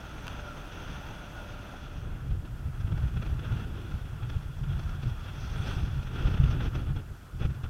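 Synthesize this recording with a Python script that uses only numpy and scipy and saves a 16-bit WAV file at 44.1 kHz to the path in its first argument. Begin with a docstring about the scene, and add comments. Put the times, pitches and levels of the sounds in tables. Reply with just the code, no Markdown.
"""Wind on the microphone port of a small camera in a closed housing, on a ship's deck.
The sound opens in the lee: sea wash, a faint machinery hum, a double tick and squeaks. It cross-fades to the
open deck, where gusts give a lumpy rumble (low coloured noise and single thumps), flutter and bursts of rushing
air (gated noise in the bands of the housing), with spray. Noise makes wash, spray and amplifier hiss; sines make
hum, squeaks and a thin electronic whine; damped sines ring the struck housing."""
import sys
import numpy as np
from scipy import signal
from scipy.fft import rfft, irfft, next_fast_len
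from scipy.io import wavfile
from scipy.ndimage import uniform_filter1d, map_coordinates

SR = 44100
rng = np.random.default_rng(int(sys.argv[2]) if len(sys.argv) > 2 else 0)


def level_to_linear(level):
    """Convert decibel levels to linear amplitude factors, elementwise."""
    exponent = np.asarray(level, float) / 20
    return 10 ** exponent


def to_wav(sig):
    """Store sig (one row per channel, or 1-D mono) as 16-bit WAV at the path in sys.argv[1].

    Samples outside -1..1 are clipped; the rate is SR.
    """
    pcm = np.clip(np.atleast_2d(sig), -1, 1) * 32767
    pcm = np.round(pcm).astype(np.int16)
    wavfile.write(sys.argv[1], SR, pcm.T)  # frames by channels


N = 339393  # samples

REFERENCE_FLOW_DB, REFERENCE_PRESSURE_DB = -58, -38  # the reference wind


def unit(x):
    """Normalisation of the mean power: scale to rms 1."""
    return x / np.sqrt(np.mean(x ** 2) + 1e-20)


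def curves(rows):
    """Linear interpolation in time: one value per sample for each column after the time."""
    s, *cols = np.transpose(rows)
    return [np.interp(np.arange(N) / SR, s, c) for c in cols]


def wobble(rate):
    """Band-limited random modulation: a smooth random curve with rate knots a second."""
    knots = rng.standard_normal(int(N * rate / SR) + 4)
    return map_coordinates(knots, [np.arange(N) * rate / SR])


def coloured(x, spectrum):
    """Linear filtering in the frequency domain: (Hz, dB) points joined on a log axis."""
    m = next_fast_len(N + 8192)
    f, db = np.transpose(spectrum)
    hz = np.fft.rfftfreq(m, 1 / SR)
    gain = level_to_linear(np.interp(np.log(hz + 1), np.log(f), db))
    return irfft(rfft(x, m) * gain, m)[:N]


def noise(spectrum, patchy_db):
    """Non-stationary coloured noise of rms 1: patches of random gain in time and frequency."""
    z = signal.stft(rng.standard_normal(N), nperseg=512)[2]
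    field = uniform_filter1d(rng.standard_normal(z.shape), size=8, axis=0)
    field = uniform_filter1d(field, size=5, axis=1)
    patchy = signal.istft(z * level_to_linear(patchy_db * unit(field)), nperseg=512)[1][:N]
    return unit(coloured(patchy, spectrum))


def tones(lines, unsteady_db):
    """Line spectrum: sines of fixed frequency whose strengths waver a little."""
    t = np.arange(N) / SR
    total = np.zeros(N)
    for hz, db in lines:
        strength = np.sqrt(2) * level_to_linear(db + unsteady_db * wobble(3.24))
        total += strength * np.sin(2 * np.pi * (hz * t + rng.random()))
    return total


def swells(rows):
    """Power addition of bell-shaped envelopes (centre, level, length at half amplitude)."""
    t = np.arange(N) / SR
    power = sum(level_to_linear(db) ** 2 * np.exp(-np.log(2) * 2 * (2 * (t - s) / length) ** 2)
                for s, db, length in rows)
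    return np.sqrt(power)


def share_open():
    """Linear cross-fade of exposure: 0 in the lee, 1 on the open deck."""
    # cross-fade from the lee to the open deck: start t/s, end t/s
    fade = (1.4, 2.53)
    return np.interp(np.arange(N) / SR, fade, [0, 1])


def lulls_db():
    """Momentary change of wind strength: bell-shaped dips in dB, one of them a slight rise."""
    # the wind drops out for a moment: centre t/s, depth level/dB, length at half depth t/s
    lulls = [(2.208, 4, 0.056), (2.388, 2, 0.056), (2.718, 5, 0.055), (3.1, 2.5, .04), (3.227, 3, 0.026),
             (4.268, 0, .03), (4.622, 5, 0.022), (4.97, 2.5, .04), (5.167, 2, 0.039), (6.033, 6, 0.026),
             (6.31, -1.5, 0.025), (6.708, 6, .05), (6.835, 3.5, 0.05), (6.94, 3, 0.025), (7.605, 3.5, 0.05)]
    t = np.arange(N) / SR
    return -sum(db * np.exp(-np.log(2) * (2 * (t - s) / length) ** 2) for s, db, length in lulls)


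def wind_levels_db():
    """Wind as two coupled quantities, pressure and flow, that share the same lulls."""
    # the wind between its bursts, before the lulls:
    # t/s, pressure on the diaphragm level/dB, air flow through the port level/dB
    steady_wind = [(0, -43, -55), (.33, -40, -51), (.55, -42, -55), (.9, -41.5, -50.5),
                   (1.14, -41.5, -53.5), (1.74, -44.5, -55.5), (2.1, -35, -59.5), (2.45, -39.5, -65),
                   (2.75, -33.5, -63.5), (3.02, -31, -60), (3.47, -33.5, -60), (3.75, -36.5, -56.5),
                   (4.12, -38, -61), (4.45, -40.5, -63.5), (4.84, -32.5, -59), (5.3, -37, -56.5),
                   (5.68, -31, -52.5), (6.04, -33.5, -56.5), (6.47, -26.5, -52), (6.84, -31, -55.5),
                   (7.005, -33, -68), (7.035, -40.5, -68), (7.3, -50.5, -65), (7.52, -38, -62.5),
                   (7.7, -38.5, -69)]
    return curves(steady_wind) + lulls_db()


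def camera():
    """Electronic self-noise: amplifier hiss and whine; unrelated hisses dip where they cross-fade."""
    # colour of the amplifier hiss: f/Hz, relative level/dB per Hz
    hiss_colour = [(2000, -0.5), (5000, 0), (9000, -3.5), (16000, -7)]
    # steady electronic tones at full exposure: f/Hz, level/dB rms
    whine = [(12952, -85), (13033, -85.5), (13113, -92.5)]
    hiss_db = -64.5  # rms
    deck = share_open()
    lee = level_to_linear(hiss_db) * noise(hiss_colour, patchy_db=-2.3)
    exposed = level_to_linear(hiss_db) * noise(hiss_colour, patchy_db=0.2) + tones(whine, unsteady_db=.5)
    return (1 - deck) * lee + deck * exposed


def machinery_hum():
    """Tonal radiation of machinery: a few lines that swell over a resting level, only in the lee."""
    # hum lines before the swell gain: f/Hz, level/dB
    hum_lines = [(271, -62), (566, -68.5), (591, -60.5)]
    # the hum swells: centre t/s, gain level/dB (added in power to the rest), length t/s
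    hum_swell = [(.5, 2.5, 0.33), (1.7, 3, 0.88)]
    rest_db = -5
    gain = np.hypot(level_to_linear(rest_db), swells(hum_swell))
    return (1 - share_open()) * gain * tones(hum_lines, unsteady_db=2.1)


def sea():
    """Broadband turbulence of hull waves, dulled by the housing; wind-driven on deck, fuller in the lee."""
    # colour of the sea wash: f/Hz, relative level/dB per Hz
    wash_colour = [(450, -35), (600, -6.5), (780, -7.5), (1100, -7.5), (1400, -1.5), (1700, -9.5),
                   (2150, -17.5), (3000, -18), (3350, -20), (3900, -36.5)]
    # body of the near waves: f/Hz, relative level/dB per Hz
    gurgle = [(350, -41), (480, -6), (760, -4), (1000, -5.5), (1300, -36)]
    lee_db, deck_db = -55.5, -56.5  # on deck, at the reference wind
    follows = 0.38  # dB per dB of wind pressure on deck
    deck = share_open()
    over_db = wind_levels_db()[0] - REFERENCE_PRESSURE_DB
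    level_db = (1 - deck) * lee_db + deck * (deck_db + follows * over_db)
    near = level_to_linear(-0.5) * (1 - deck) * noise(gurgle, patchy_db=3.0)
    return level_to_linear(level_db + 1.4 * wobble(11)) * (noise(wash_colour, patchy_db=2.0) + near)


def spray():
    """Superposition of many small impacts: showers of fine droplets heard as high-pitched hiss."""
    # showers of spray: centre t/s, level/dB rms at the crest, length t/s
    showers = [(5.68, -69, 0.24), (6.35, -86, .5)]
    # colour of the droplets: f/Hz, relative level/dB per Hz
    spray_colour = [(5000, -42), (7500, -2), (10000, -5), (12000, -30)]
    return swells(showers) * noise(spray_colour, patchy_db=5.0)


def squeak():
    """Linear frequency glide: thin tones whose phase is quadratic in time, so that they slide down."""
    # brief squeaks: centre t/s, level/dB rms at the crest, length t/s, f/Hz at the centre
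    squeaks = [(0.483, -49, .11, 1394), (1.391, -48.5, 0.061, 1440)]
    sag = 1100  # Hz per second
    t = np.arange(N) / SR
    total = np.zeros(N)
    for s, db, length, hz in squeaks:
        cycles = (hz - sag * (t - s) / 2) * (t - s)
        total += np.sqrt(2) * swells([(s, db, length)]) * np.sin(2 * np.pi * cycles)
    return total


def ticks():
    """Impulse excitation of modes: a hard contact cracks for milliseconds and rings the housing."""
    # double tick on the housing: t/s, level/dB
    contacts = [(0.269, -29.5), (0.2803, -24.5)]
    # modes of the struck housing: f/Hz, level/dB relative to the tick, decay by 60 dB t/s
    shell = [(1440, -1, 0.0088), (2720, 3, 0.0049), (3180, -7, 0.0058), (4830, -4.5, 0.0041),
             (6000, -11, .005)]
    x, t = np.zeros(N), np.arange(SR // 50) / SR
    onset = 1 - np.exp(-t / 0.00028)
    for s, db in contacts:
        ring = sum(level_to_linear(level - 60 * t / t60) * np.sin(2 * np.pi * hz * t) for hz, level, t60 in shell)
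        crack = level_to_linear(-11 - 60 * t / .004) * rng.standard_normal(len(t))
        x[round(s * SR):][:len(t)] -= level_to_linear(db) * onset * (ring + crack)
    return x


def thumps():
    """Damped swing of a diaphragm: each push sucks it out and lets it swing back once."""
    # single hard pushes of air on the diaphragm: t/s, peak level/dB, ring f/Hz
    pushes = [(2.335, -27, 80), (2.847, -23, 80), (2.927, -21, 80), (3.036, -23, 81), (3.168, -23, 80),
              (3.351, -24, 80), (3.521, -27, 80), (3.942, -23, 80), (4.232, -27.5, 79), (4.369, -20.5, 80),
              (5.035, -25, 80), (5.117, -21, 80), (5.604, -22, 80), (5.77, -18, 80), (5.841, -17.5, 80),
              (6.261, -17.5, 79), (6.402, -12, 81), (6.442, -18, 80), (6.498, -25, 80), (6.893, -19, 80),
              (7.415, -19, 80), (7.453, -17.5, 80), (7.64, -19.5, 79)]
    x, t = np.zeros(N + SR), np.arange(-SR // 40, SR // 40) / SR
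    for s, db, hz in pushes:
        swing = np.cos(2 * np.pi * hz * t) * np.exp(-(3.0 * hz * t) ** 2)
        x[round(s * SR) - SR // 40:][:len(t)] -= level_to_linear(db) * swing
    return x[:N]


def puffs(width_s):
    """Turbulent bursts as an rms envelope: each puff swells and sinks evenly."""
    # short puffs of air through the port: t/s (6 ms ahead of the crest), nominal peak level/dB
    puff_rows = [(2.306, -43), (2.45, -43.5), (2.805, -40), (2.8708, -41.5), (2.9182, -40.5),
                 (2.9741, -38.5), (3.0275, -43), (3.0779, -41), (3.1667, -36.5), (3.221, -35),
                 (3.259, -37.5), (3.389, -38.5), (3.445, -41), (3.5179, -37), (3.7673, -49), (3.9095, -42),
                 (4.0542, -44), (4.225, -42), (4.295, -35.5), (4.425, -47), (4.6343, -41), (4.791, -38),
                 (4.8314, -44), (4.889, -40.5), (5.013, -55), (5.028, -38.5), (5.0684, -46), (5.092, -44),
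                 (5.2021, -44), (5.671, -37), (5.7059, -36.5), (5.8715, -46), (6.0237, -40), (6.0691, -42),
                 (6.1539, -39), (6.339, -33), (6.371, -35), (6.4083, -40), (6.435, -33.5), (6.4782, -39),
                 (6.5075, -35.5), (6.6034, -33.5), (6.653, -37), (6.751, -33), (6.8663, -46), (6.9615, -38),
                 (7.4031, -44), (7.448, -35.5), (7.5013, -46), (7.5422, -46), (7.635, -39)]
    env, u = np.zeros(N + SR), np.arange(-SR // 20, SR // 20) / SR / width_s
    for s, db in puff_rows:
        start = round((s + .006) * SR) - SR // 20
        env[start:][:len(u)] += level_to_linear(db - 8.0) / np.cosh(u)  # noise peaks well over its rms
    return env[:N]


def surges():
    """Intermittent flow: envelopes that rise, hold, then cut off."""
    # surges of flow: start t/s, length to the end of the hold t/s, level/dB of the flow
    surge_rows = [(3.24, 0.038, -53.5), (3.407, 0.24, -55), (4.186, 0.07, -60), (4.292, 0.083, -58.5),
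                  (4.677, .1, -56.5), (5.22, 0.079, -56.5), (5.54, 0.214, -52), (5.754, .05, -49.5),
                  (6.137, 0.15, -49), (6.32, 0.078, -55), (6.58, .1, -51.5), (6.75, 0.058, -55),
                  (6.957, 0.048, -57), (7.387, 0.075, -52), (7.63, .03, -56)]
    attack_s, release_s = 0.029, 0.0096
    t = np.arange(N) / SR
    return sum(level_to_linear(db) * np.interp(t - s, [0, attack_s, length, length + release_s], [0, 1, 1, 0])
               for s, length, db in surge_rows)


def rumble(heave, facing, eddies):
    """Turbulent pressure on a diaphragm: low noise, gathered on deck near the diaphragm's own swing."""
    # rumble away from the diaphragm's own swing: f/Hz, relative level/dB per Hz
    loose_colour = [(15, -21), (25, 0.5), (45, -2), (110, -7), (170, -11.5), (230, -30), (300, -90)]
    # rumble near the diaphragm's own swing: f/Hz, relative level/dB per Hz
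    tight_colour = [(15, -20), (30, -1), (45, 0), (100, -2), (135, -1.5), (175, -14.5), (230, -23),
                    (300, -82)]
    tight_lee, tight_deck, facing_tightens = .05, .85, 0.087  # share of the power, 0-1
    deck = share_open()
    tight = np.clip(tight_lee + deck * (tight_deck + facing_tightens * facing - tight_lee), 0, 1)
    loose_body = np.sqrt(1 - tight) * noise(loose_colour, patchy_db=1.2)
    tight_body = np.sqrt(tight) * noise(tight_colour, patchy_db=-0.98)
    lumps = level_to_linear((0.44 + 0.54 * deck) * wobble(22) + 0.29 * eddies)
    return heave * unit(lumps * (loose_body + tight_body))


def flutter(heave, rush_db, facing, eddies, bursts):
    """Flow-induced vibration: the diaphragm shakes with flow, pressure and each puff, more head-on."""
    # colour of the flutter: f/Hz, relative level/dB per Hz
    flutter_colour = [(100, -51), (170, -1.5), (300, -3), (450, -9), (600, -16.5), (900, -50.5)]
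    base_db, per_flow_db, per_pressure_db = -51, 0.71, 0.16  # at the reference wind; dB per dB
    facing_shakes_db = 6.5  # from side-on to head-on, on deck
    deck = share_open()
    over_db = 20 * np.log10(heave) - REFERENCE_PRESSURE_DB
    level_db = base_db + per_flow_db * deck * (rush_db - REFERENCE_FLOW_DB) + per_pressure_db * over_db
    shaking = level_to_linear(deck * 1.2 * eddies + 0.51 * wobble(45))
    shake = unit(shaking * noise(flutter_colour, patchy_db=-1.2))
    turned = level_to_linear(facing_shakes_db * deck * (facing - .5))
    return np.hypot(level_to_linear(level_db), 0.98 * bursts) * turned * shake


def rush(rush_db, facing, eddies, bursts):
    """Jet noise shaped by resonance: eddies gate the air at the port and the housing colours it."""
    # the housing's colour on the rush: f/Hz, relative level/dB per Hz
    housing = [(400, -9.5), (600, -9), (780, -5.5), (1100, -11), (1400, -0.5), (1700, -10.5), (2150, -15.5),
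               (2650, -8.5), (3100, -14), (3350, -8), (3800, -20), (4400, -32), (5000, -90)]
    # upper band of the rush in the lee: f/Hz, relative level/dB per Hz
    top_lee = [(3300, -60), (4000, -2.5), (5300, -3.5), (6000, 1.5), (6450, -0.5), (6900, -16), (8000, -60)]
    # upper band of the rush on the open deck: f/Hz, relative level/dB per Hz
    top_open = [(3300, -55), (4000, 0), (5300, -1.5), (6000, 0.5), (6450, -4), (6900, -24), (8000, -60)]
    # narrow hiss of air skimming across the port: f/Hz, relative level/dB per Hz
    port = [(2900, -42), (3200, -4), (3400, 2), (3600, -6), (3900, -30)]
    port_db = -11  # against the rush, when side-on
    bright_lee_db, bright_deck_db, facing_dulls_db = -15, -14, 5.5  # upper band over the rush
    full_db = 4.5  # the full rush is louder than its 2-4 kHz part
    deck = share_open()
    gate = unit(level_to_linear((0.5 + 0.46 * deck) * eddies + 1.1 * wobble(110)))
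    air = np.hypot(level_to_linear(rush_db + full_db) * gate, bursts)
    # the upper band follows the puffs, but the gusts only loosely
    loose_db = uniform_filter1d(rush_db, size=SR // 8)
    thin_air = np.hypot(level_to_linear(loose_db + full_db) * gate, bursts)
    low = noise(housing, patchy_db=0.4)
    skim = level_to_linear(port_db) * deck * np.clip(1 - facing, 0, 1) * noise(port, patchy_db=3.0)
    top = np.sqrt(1 - deck) * noise(top_lee, patchy_db=1.5)
    top = top + np.sqrt(deck) * noise(top_open, patchy_db=1.6)
    bright_db = (1 - deck) * bright_lee_db + deck * (bright_deck_db - facing_dulls_db * facing)
    flicker_db = 2.0 * deck * wobble(17)  # the upper band flickers on its own
    return air * (low + skim) + thin_air * level_to_linear(bright_db + flicker_db) * top


def wind():
    """Common turbulent excitation: the same eddies drive rumble, flutter and rush, more so on deck."""
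    # large eddies that heave the rumble up: centre t/s, level/dB rms at the crest, length t/s
    buffets = [(.92, -39, 0.067), (2.33, -29, 0.09), (2.67, -34.5, 0.057), (2.95, -34, 0.07),
               (3.05, -24.5, 0.04), (3.19, -36, .06), (3.34, -30.5, 0.094), (3.52, -28, 0.028),
               (3.94, -34, 0.093), (4.24, -38, 0.028), (4.35, -29.5, .1), (4.49, -31.5, 0.063),
               (4.63, -31.5, 0.094), (4.75, -31, 0.19), (5.06, -28, 0.036), (5.12, -29.5, 0.018),
               (5.51, -35, 0.032), (5.62, -33, 0.058), (5.85, -30.5, .08), (6.01, -30.5, 0.035),
               (6.26, -26.5, 0.066), (6.42, -24, 0.073), (6.67, -27, 0.033), (6.79, -29, 0.078),
               (6.9, -28, 0.035), (6.975, -29.5, 0.045), (7.12, -33, 0.02), (7.37, -35.5, 0.076),
               (7.48, -30, 0.093), (7.65, -32, 0.036)]
    # how squarely the turning camera faces the wind: t/s, share 0-1
    facing_rows = [(1.8, 0.05), (2.4, 0.9), (3.1, 0.55), (3.8, 0.7), (4.3, 0.23), (4.9, 0), (5.4, 0.02),
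                   (5.8, 0.02), (6.3, 0.56), (6.9, 0.77), (7.7, 0.7)]
    pressure_db, flow_db = wind_levels_db()
    heave = np.hypot(level_to_linear(pressure_db), swells(buffets))
    rush_db = 20 * np.log10(np.hypot(level_to_linear(flow_db), surges()))
    facing, = curves(facing_rows)
    eddies = wobble(32)
    bursts = puffs(width_s=0.0048)
    low = rumble(heave, facing, eddies) + thumps()
    middle = flutter(heave, rush_db, facing, eddies, bursts)
    return low + middle + rush(rush_db, facing, eddies, bursts)


def scene():
    """Linear superposition at one microphone: all sources add as sound pressures."""
    background = camera() + machinery_hum() + sea() + spray()
    return (background + squeak() + ticks() + wind())[None]


def top_cut(x):
    """Nothing passes above the cut-off."""
    return signal.sosfilt(signal.butter(12, 15700, fs=SR, output="sos"), x)


def record(dry):
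    """End of the signal chain: the finished mix passes through the last stage unchanged in level."""
    return top_cut(dry)


dry = scene()
out = record(dry)
to_wav(out)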